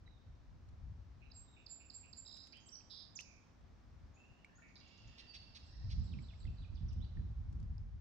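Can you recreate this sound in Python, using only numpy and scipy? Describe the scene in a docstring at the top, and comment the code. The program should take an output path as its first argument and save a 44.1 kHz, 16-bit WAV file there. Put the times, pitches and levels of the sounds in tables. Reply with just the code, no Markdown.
"""A sparrow sings close by on the right of a still creek between wooded banks, where a canoe drifts in spring.
Its notes are pitch-arced sines and two-pitch buzzes; a farther blackbird trills and chucks, small birds answer,
and all ring in the trees by convolution with scattered echoes and a dying noise tail.
Drops ring as bubbles and ticks crack at the paddle; gusts of low noise rumble on the microphone,
strongest near the end, over the valley's steady noise hush."""
import sys
import numpy as np
from scipy import signal
from scipy.fft import rfft, irfft, next_fast_len
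from scipy.io import wavfile
from scipy.ndimage import uniform_filter1d

SR = 44100
rng = np.random.default_rng(int(sys.argv[2]) if len(sys.argv) > 2 else 0)


def store_wav(level_fs):
    """Save 16-bit WAV to argv[1]."""
    pcm = np.round(np.clip(np.atleast_2d(level_fs), -1, 1) * 32767)
    wavfile.write(sys.argv[1], SR, pcm.T.astype(np.int16))


N = 353108
TIME = np.arange(N) / SR

# Table levels are ahead of any pan and direct/echo gain; balance is left minus right.


def from_db(db):
    """Decibels to amplitude gain."""
    return 10 ** (np.asarray(db) / 20)


def rms_one(x):
    """Scale to unit power."""
    return x / np.sqrt(np.mean(x ** 2) + 1e-20)


def in_time(rows):
    """Interpolate (t/s, value) rows at every sample."""
    return np.interp(TIME, *np.transpose(rows))


def add(out, start_s, sound):
    """Mix a sound in, starting at start_s and cut at the end."""
    at = max(round(start_s * SR), 0)
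    out[..., at:at + sound.shape[-1]] += sound[..., :max(N - at, 0)]


def panned(x, side_db):
    """Split the left-minus-right level difference evenly between the sides."""
    return x * from_db(np.array([[.5], [-.5]]) * side_db)


def placed(x, side_db, lead_ms):
    """A point source reaches the left port lead_ms earlier, and the two ports with unequal strength."""
    right = np.roll(x, round(lead_ms * SR / 1000))
    return panned(np.array([x, right]), side_db)


def coloured(x, spectrum):
    """Filter by (f/Hz, gain/dB) rows, falling off beyond both ends; rms 1."""
    hz, db = np.transpose(spectrum)
    size = next_fast_len(x.shape[-1])
    bins_hz = np.maximum(np.fft.rfftfreq(size, 1 / SR), 1)
    gain = from_db(np.interp(np.log(bins_hz), np.log(hz), db))
    gain *= np.minimum(bins_hz / hz[0], 1)
    gain *= np.minimum(hz[-1] / bins_hz, 1) ** 2
    return rms_one(irfft(rfft(x, size) * gain, size)[..., :x.shape[-1]])


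def stereo_noise(spectrum, alike):
    """Coloured noise; the two sides share the fraction alike of its power before filtering."""
    white = rng.standard_normal((3, N))
    return coloured(np.sqrt(alike) * white[2] + np.sqrt(1 - alike) * white[:2], spectrum)


def waver(t, per_s):
    """Straight lines between unit-normal knots, per_s a second; holds the last of 512."""
    knots = rng.standard_normal(size=512)
    return np.interp(t * per_s, np.arange(len(knots)), knots)


def note_clock(length_s):
    """Seconds into a note, and the share of it that has passed."""
    t = np.arange(int(length_s * SR)) / SR
    return t, t / length_s


def swell(u, edge):
    """Sine-squared opening and closing, each over the share edge of a note."""
    return np.sin(np.pi / 2 * np.clip(np.minimum(u, 1 - u) / edge, 0, 1)) ** 2


def whistle(length_s, start_hz, middle_hz, end_hz, edge, unsteady):
    """A pure tone, rms 1, whose pitch follows a parabola through three points, with random quaver."""
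    t, u = note_clock(length_s)
    arc = np.polyfit([0, .5, 1], [start_hz, middle_hz, end_hz], 2)
    hz = np.polyval(arc, u) * (1 + unsteady * waver(t, 250))
    return rms_one(swell(u, edge) * np.sin(2 * np.pi * np.cumsum(hz) / SR))


def buzz(length_s, start_hz, end_hz, swing_hz, pulse_hz, jitter, rasp, edge, overtone_db):
    """In each pulse the voice opens on a high pitch, flips to a low one and fades; rms 1."""
    t, u = note_clock(length_s)
    cycle = np.cumsum(pulse_hz * (1 + jitter * waver(t, 80))) / SR % 1
    flip = np.tanh(11 * (.5 - cycle))
    # level dips at the flip; the high half is the louder
    pulse = np.sin(np.pi * cycle) * (1 - .6 * (1 - flip ** 2)) * (1 + .15 * flip)
    swing = 0.79 * flip + .5 - cycle + rasp * waver(t, 900)
    hz = start_hz + (end_hz - start_hz) * u + swing_hz * swing
    phase = 2 * np.pi * np.cumsum(hz) / SR
    tone = np.sin(phase) + from_db(overtone_db) * np.sin(2 * phase)
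    return rms_one(swell(u, edge) * pulse * tone)


def woods(x, t60_s, early_db):
    """Trunks and twigs scatter a sound: eight early echoes a side and a dense dying tail, cut at 1 s."""
    t = np.arange(SR) / SR
    decay = from_db(-60 * t / t60_s) * (1 - np.exp(-t / 0.0027))
    tail = rms_one(rng.standard_normal((2, SR)) * decay) / np.sqrt(SR)
    trunks = np.zeros((2, SR))
    for side in trunks:
        at = (rng.uniform(.003, .05, size=8) * SR).astype(int)
        side[at] = rng.standard_normal(size=8) / np.sqrt(8)
    return signal.fftconvolve(np.atleast_2d(x), tail + from_db(early_db) * trunks, axes=1)[:, :N]


def sparrow(buzz_fade_db=5.5, ragged_hz=750):
    """Four burr-chip-whistle phrases, then a flourish of buzzes and slurs that ends on a low buzz."""
    # phrases: chip t/s, chip level/dB, whistle delay/s, whistle length/s, whistle middle f/Hz, whistle rise/Hz
    phrases = [(1.313, -59, .02, 0.095, 7505, 120), (1.661, -52.5, 0.024, 0.075, 7330, 40),
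               (1.897, -52.5, .033, .062, 7395, 348), (2.127, -53, 0.032, 0.066, 7320, 350)]
    # chip: length/s, start f/Hz, middle f/Hz, end f/Hz
    chip = (.012, 5250, 4690, 3350)
    # burr: length/s, start f/Hz, end f/Hz, pitch swing/Hz, pulse rate/Hz
    burr = (.054, 2500, 2610, 128, 109)
    # flourish tones: t/s, length/s, start f/Hz, middle f/Hz, end f/Hz, level/dB
    flourish_notes = [ (2.655, 0.04, 8230, 7460, 7230, -63), (2.687, 0.012, 6770, 5330, 4180, -59.5),
                      (2.709, .06, 5610, 5840, 5570, -55.5), (2.749, 0.011, 5700, 5380, 3520, -52),
                      (3.149, 0.035, 7700, 5900, 3600, -50.5)]
    # flourish buzzes: t/s, length/s, start f/Hz, end f/Hz, pitch swing/Hz, pulse rate/Hz, level/dB
    flourish_buzzes = [ (2.2425, .225, 4380, 4600, 610, 63.5, -57.7),
                       (2.522, 0.018, 4850, 4650, 150, 282, -58), (2.528, 0.035, 2307, 2950, 199, 261, -61),
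                       (2.596, .065, 6240, 6670, 302, 200, -75.5),
                       (2.893, .155, 4380, 4380, 660, 184, -55.3),
                       (3.232, 0.17, 2470, 2340, 112, 77.4, -69)]
    # balance at the ports by pitch: f/Hz, left-right/dB
    side_by_pitch = [(2500, -11.5), (4500, -12.5), (6000, -13), (7300, -9)]
    burr_lead_s, burr_db, whistle_arch_hz = .098, -67, 106

    notes, buzzes = list(flourish_notes), list(flourish_buzzes)
    for s, db, delay_s, length_s, hz, rise_hz in phrases:
        ends_hz = hz - whistle_arch_hz   # mean of the whistle's two ends
        buzzes.append((s - burr_lead_s, *burr, burr_db))
        notes.append((s, *chip, db))
        notes.append((s + delay_s, length_s, ends_hz - rise_hz / 2, hz, ends_hz + rise_hz / 2, db))

    sung = []
    for s, length_s, start_hz, middle_hz, end_hz, db in notes:
        note = whistle(length_s, start_hz, middle_hz, end_hz, edge=0.45, unsteady=0.0062)
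        sung.append((s, middle_hz, from_db(db) * note))
    for s, length_s, start_hz, end_hz, swing_hz, pulse_hz, db in buzzes:
        jitter = (pulse_hz / ragged_hz) ** 2   # fast buzzes are more ragged than slow ones
        note = buzz(length_s, start_hz, end_hz, swing_hz, pulse_hz, jitter,
                    rasp=.2, edge=.12, overtone_db=-38)
        t, u = note_clock(length_s)
        sung.append((s, start_hz, from_db(db + buzz_fade_db * (.5 - u)) * note))   # each buzz tires

    song = np.zeros((2, N))
    for s, hz, note in sung:
        side_db = np.interp(hz, *np.transpose(side_by_pitch))
        add(song, s, placed(note, side_db, lead_ms=0.24))
    echo = woods(song, t60_s=.7, early_db=-4)
    return from_db(-5.0) * song + from_db(-8.5) * panned(echo, side_db=2.5)


def blackbird():
    """A gurgle and a long rasping trill, built of overlapping two-pitch buzzes."""
    # voices: t/s, length/s, start f/Hz, end f/Hz, pitch swing/Hz, pulse rate/Hz, level/dB
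    voices = [ (4.621, 0.049, 2270, 2260, 102, 155, -63), (4.755, 0.019, 4330, 4130, 720, 135.7, -57),
              (4.790, 0.62, 2776, 2689, 41.3, 61.6, -70), (4.787, 0.5, 3234, 3320, 200, 71.5, -75.5),
              (4.795, 0.89, 4855, 4820, 327, 155.3, -76), (5.601, 0.44, 4720, 4780, 542, 111.7, -70)]
    song = np.zeros(N)
    for s, length_s, start_hz, end_hz, swing_hz, pulse_hz, db in voices:
        note = buzz(length_s, start_hz, end_hz, swing_hz, pulse_hz,
                    jitter=0.09, rasp=.7, edge=0.055, overtone_db=-48)
        add(song, s, from_db(db) * note)
    direct = placed(song, side_db=-5.0, lead_ms=-.3)
    echo = woods(song, t60_s=2.5, early_db=-5.5)
    return from_db(-5.0) * direct + from_db(-3) * panned(echo, side_db=-7.0)


def chucks(start_hz=620, end_hz=480, breathy=1.0):
    """The blackbird's chucks: short ragged pulse trains, falling in pitch, and breath through its throat."""
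    # calls: t/s, length/s, level/dB
    chuck_rows = [(5.177, 0.04, -60), (5.338, 0.034, -56.5), (5.547, .036, -58.5), (5.897, 0.042, -59.5)]
    # throat response: f/Hz, gain/dB
    throat = [(1000, -30), (1900, -1.5), (3000, 2.5), (4200, 8.5), (6000, -2), (7200, -18.5), (9500, -24.5),
              (13000, -57)]
    calls = np.zeros(N)
    for s, length_s, db in chuck_rows:
        t, u = note_clock(length_s)
        hz = (start_hz + (end_hz - start_hz) * u) * (1 + 0.034 * waver(t, 600))
        cycles = np.cumsum(hz) / SR
        pulses = rms_one(np.diff(np.floor(cycles), prepend=0))
        voice = coloured(pulses + breathy * rng.standard_normal(len(t)), throat)
        add(calls, s, from_db(db) * rms_one(np.sqrt(np.sin(np.pi * u)) * voice))
    direct = placed(calls, side_db=-6.0, lead_ms=-.33)
    echo = woods(calls, t60_s=.9, early_db=-11.0)
    return direct + from_db(-5.5) * panned(echo, side_db=-5)


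def series(shape, rhythm, count):
    """One call repeated at an even pace, growing or fading; rows as for the lone whistles."""
    s, period_s, db, change_db, side_db = rhythm
    return [(s + k * period_s, *shape, db + k * change_db, side_db) for k in range(count)]


def far_calls():
    """Several birds call in series; one song is four dip-and-slur pairs and two plunges."""
    # call shapes: length/s, start f/Hz, middle f/Hz, end f/Hz
    hook, tsip, coo, seep = (.034, 6300, 6780, 6950), (0.013, 7300, 5800, 3800), (.22, 1760, 1820, 1910), (.034, 7450, 7470, 7520)
    dip, slur, plunge = (.04, 5200, 3900, 5100), (.042, 4200, 3100, 2300), (0.042, 6400, 4150, 2450)
    # rhythms: first t/s, period/s, first level/dB, change per call/dB, left-right/dB
    hook_rhythm, tsip_rhythm, coo_rhythm = (4.133, .418, -78.5, 5, -3), (4.678, .099, -78, 1.5, -2), (4.47, .59, -75.5, -2, -6)
    seep_rhythm, dip_rhythm = (6.026, .174, -79.5, -.3, 5), (6.058, .17, -72.5, -.4, -10)
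    slur_rhythm, plunge_rhythm = (6.109, .168, -71.2, -.7, -8), (6.743, .138, -74, .5, -12)
    # lone whistles: t/s, length/s, start f/Hz, middle f/Hz, end f/Hz, level/dB, left-right/dB
    lone_whistles = [ (.038, 0.18, 4015, 3780, 3560, -82.5, -7), (1.15, 0.19, 4160, 3980, 4180, -83, -5),
                     (1.435, 0.28, 3910, 3635, 3670, -81, -2), (2.557, 0.033, 2940, 3135, 3290, -65.5, -11),
                     (4.153, .12, 2486, 2642, 2686, -74.5, -8), (4.247, 0.27, 2776, 2740, 2730, -81, -4),
                     (4.58, .017, 1500, 1440, 1430, -70.5, 5), (5.262, .17, 4714, 4542, 4536, -65.5, -9),
                     (5.633, .038, 8050, 7670, 7480, -85, 1.5), (5.705, 0.026, 5260, 5280, 4400, -70, -2),
                     (6.999, .058, 2850, 3920, 4660, -73, -12.5),
                     (7.032, .02, 4430, 3470, 2570, -73.5, -5.5)]
    callers = series(hook, hook_rhythm, count=2) + series(tsip, tsip_rhythm, count=5)
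    callers += series(coo, coo_rhythm, count=3) + series(seep, seep_rhythm, count=3)
    song = series(dip, dip_rhythm, count=4) + series(slur, slur_rhythm, count=4)
    song += series(plunge, plunge_rhythm, count=2)
    return callers + song + list(lone_whistles)


def far_birds(clear_db=-64, quaver_hz=110, blur_range_db=18):
    """Thin whistles from both banks; the fainter a call, the more leaves smear it and the more it quavers."""
    clear, smeared = np.zeros((2, N)), np.zeros((2, N))
    for s, length_s, start_hz, middle_hz, end_hz, db, side_db in far_calls():
        hidden = np.clip((clear_db - db) / blur_range_db, .1, .95)
        note = whistle(length_s, start_hz, middle_hz, end_hz, edge=0.17,
                       unsteady=hidden * quaver_hz / middle_hz)
        t, u = note_clock(length_s)
        flicker = from_db(8.3 * hidden * waver(t, 180))
        note = panned(from_db(db) * rms_one(note * flicker), side_db)
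        add(clear, s, np.sqrt(1 - hidden) * note)
        add(smeared, s, np.sqrt(hidden) * note)
    t, u = note_clock(.05)
    foliage = rms_one(rng.standard_normal((2, len(t))) * (1 - u) ** 2) / np.sqrt(len(t))
    calls = clear + signal.fftconvolve(smeared, foliage, axes=1)[:, :N]
    echo = woods(calls, t60_s=1.1, early_db=-5)
    return from_db(-0.5) * calls + from_db(-2.0) * echo


def paddle(rise_per_s=9, ring_cycles=49):
    """Each drop traps a bubble that rings, rises in pitch and dies; splashes are brief noise cracks."""
    # drops from the paddle: t/s, bubble start f/Hz, peak level/dB
    drop_rows = [(.077, 1940, -58.5), (2.808, 2550, -59.5), (3.19, 2560, -37.5), (3.201, 2800, -44),
                 (4.446, 2220, -47.5), (6.138, 2510, -55.5), (6.188, 2190, -53), (6.336, 2110, -59),
                 (6.453, 2000, -57), (7.171, 1760, -57), (7.193, 1690, -63), (7.781, 5000, -56.5)]
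    # sharper splashes and ticks: t/s, peak level/dB
    tick_rows = [(.688, -67), (2.369, -53.5), (2.439, -63.5), (2.471, -55.5), (2.57, -59), (2.686, -59.5),
                 (3.207, -46), (4.447, -62.5), (5.998, -61), (6.93, -61), (7.6, -63)]
    # tick spectrum: f/Hz, gain/dB
    tick_colour = [(800, -16), (2500, 1.5), (5500, 5), (8000, -2), (11000, -16), (16000, -25.5)]
    drops, splashes = np.zeros(N), np.zeros((2, N))
    t, u = note_clock(0.084)
    for s, hz, db in drop_rows:
        ring = np.sin(2 * np.pi * np.cumsum(hz * (1 + rise_per_s * t)) / SR)
        decay = from_db(db - 60 * t * hz / ring_cycles)   # 60 dB down in ring_cycles of the start pitch
        add(drops, s, decay * np.tanh(t / 0.000082) ** 2 * ring)
    # a patter of faint ticks as the blade lifts
    patter = [(s, -68) for s in rng.uniform(7.52, 7.64, size=3)]
    for s, db in list(tick_rows) + patter:
        crack = coloured(rng.standard_normal((2, len(t))), tick_colour) * np.exp(-t / 0.0047)
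        add(splashes, s, from_db(db) * crack / np.abs(crack).max())
    water = placed(drops, side_db=-5.5, lead_ms=0.41) + panned(splashes, side_db=8.5)
    return water + from_db(-17.0) * woods(water, t60_s=0.27, early_db=-5.0)


def wind(flutter_db=3, flutter_per_s=22, calm_eddy_db=-76, eddy_share_db=-22.5):
    """A fluttering breeze and single puffs buffet the microphone and shed smaller, higher eddies at each port."""
    # breeze, ahead of flutter: t/s, level/dB
    breeze_db = [(0, -61), (.4, -61), (.95, -52.5), (1.6, -68), (3.5, -68.5), (4.05, -58), (4.25, -68.5),
                 (5.55, -64), (5.92, -46), (6.38, -54), (7.05, -45), (7.78, -44.5), (8, -56.5)]
    # puffs: centre t/s, length/s, buffet level/dB, eddy level/dB
    puffs = [(0.305, 0.052, -53, -77), (0.884, 0.11, -49.5, -69), (5.075, 0.067, -56.5, -77),
             (6, 0.072, -37.5, -55), (6.155, .12, -48.5, -51), (6.485, 0.076, -41.5, -55.5),
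             (6.616, 0.029, -42.5, -71), (6.735, 0.028, -42, -56.5), (6.842, 0.053, -40, -55.5),
             (6.999, 0.098, -41.5, -53), (7.212, 0.082, -41, -53), (7.387, 0.034, -40.5, -65),
             (7.59, 0.14, -44.5, -55.5)]
    # side that the wind comes from: t/s, left-right/dB
    wind_side = [(0, 2), (1.1, 4.5), (2, 0), (4, 2.5), (5.5, -1), (6.6, -2), (8, 1.5)]
    # noise spectra: f/Hz, gain/dB
    buffet_colour, eddy_colour = [(18, -25), (28, -12.5), (45, -0.5), (65, 1), (100, -3.5), (140, -13),
                                  (220, -29), (400, -57)], [(80, -15), (160, 6), (220, -0.5), (300, -9.5),
                                                  (420, -22.5), (700, -36), (1500, -49)]
    breeze = from_db(in_time(breeze_db) + flutter_db * waver(TIME, flutter_per_s))
    buffet_power = breeze ** 2
    eddy_power = from_db(calm_eddy_db) ** 2 + (from_db(eddy_share_db) * breeze) ** 2
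    for s, length_s, buffet_db, eddy_db in puffs:
        puff = np.exp(-np.pi * ((TIME - s) / length_s) ** 2)
        buffet_power = buffet_power + from_db(buffet_db) ** 2 * puff
        eddy_power = eddy_power + from_db(eddy_db) ** 2 * puff
    buffet = stereo_noise(buffet_colour, alike=0.75)
    # level the noise so that the gust sets its strength
    buffet = buffet / np.sqrt(uniform_filter1d(buffet.mean(axis=0) ** 2, size=3000))
    side_db = in_time(wind_side)
    # eddies get a lean of their own on top of the common one
    eddies = panned(stereo_noise(eddy_colour, alike=0.18), side_db - 3)
    return panned(np.sqrt(buffet_power) * buffet + np.sqrt(eddy_power) * eddies, side_db)


def valley_hush():
    """Far hush of the valley: broad coloured noise, slowly changing in level."""
    # hush: t/s, level/dB ahead of the lift
    hush_db = [(0, -77), (3.2, -75.5), (6, -75.5), (7.6, -76.5), (8, -79)]
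    # hush spectrum: f/Hz, gain/dB
    hush_colour = [(60, -1.5), (130, 3), (230, 9.5), (320, 3), (430, -2.5), (700, -1.5), (1200, -5),
                   (1800, -9.5), (3000, -15.5), (5800, -17.5), (7000, -25), (8300, -33), (10500, -45.5),
                   (16000, -36.5)]
    lift_db = 6.5
    return from_db(in_time(hush_db) + lift_db) * stereo_noise(hush_colour, alike=0.31)


def scene():
    """Birds, paddle and wind over the hush of the valley."""
    birds = sparrow() + blackbird() + chucks() + far_birds()
    return birds + paddle() + wind() + valley_hush()


def record(dry):
    """Steep elliptic low-pass: the top is cut."""
    cutoff_hz = 15800
    low_pass = signal.ellip(10, .1, 70, cutoff_hz, fs=SR, output="sos")   # 0.1 dB ripple, 70 dB stop
    return signal.sosfilt(low_pass, dry)


dry = scene()
out = record(dry)
store_wav(out)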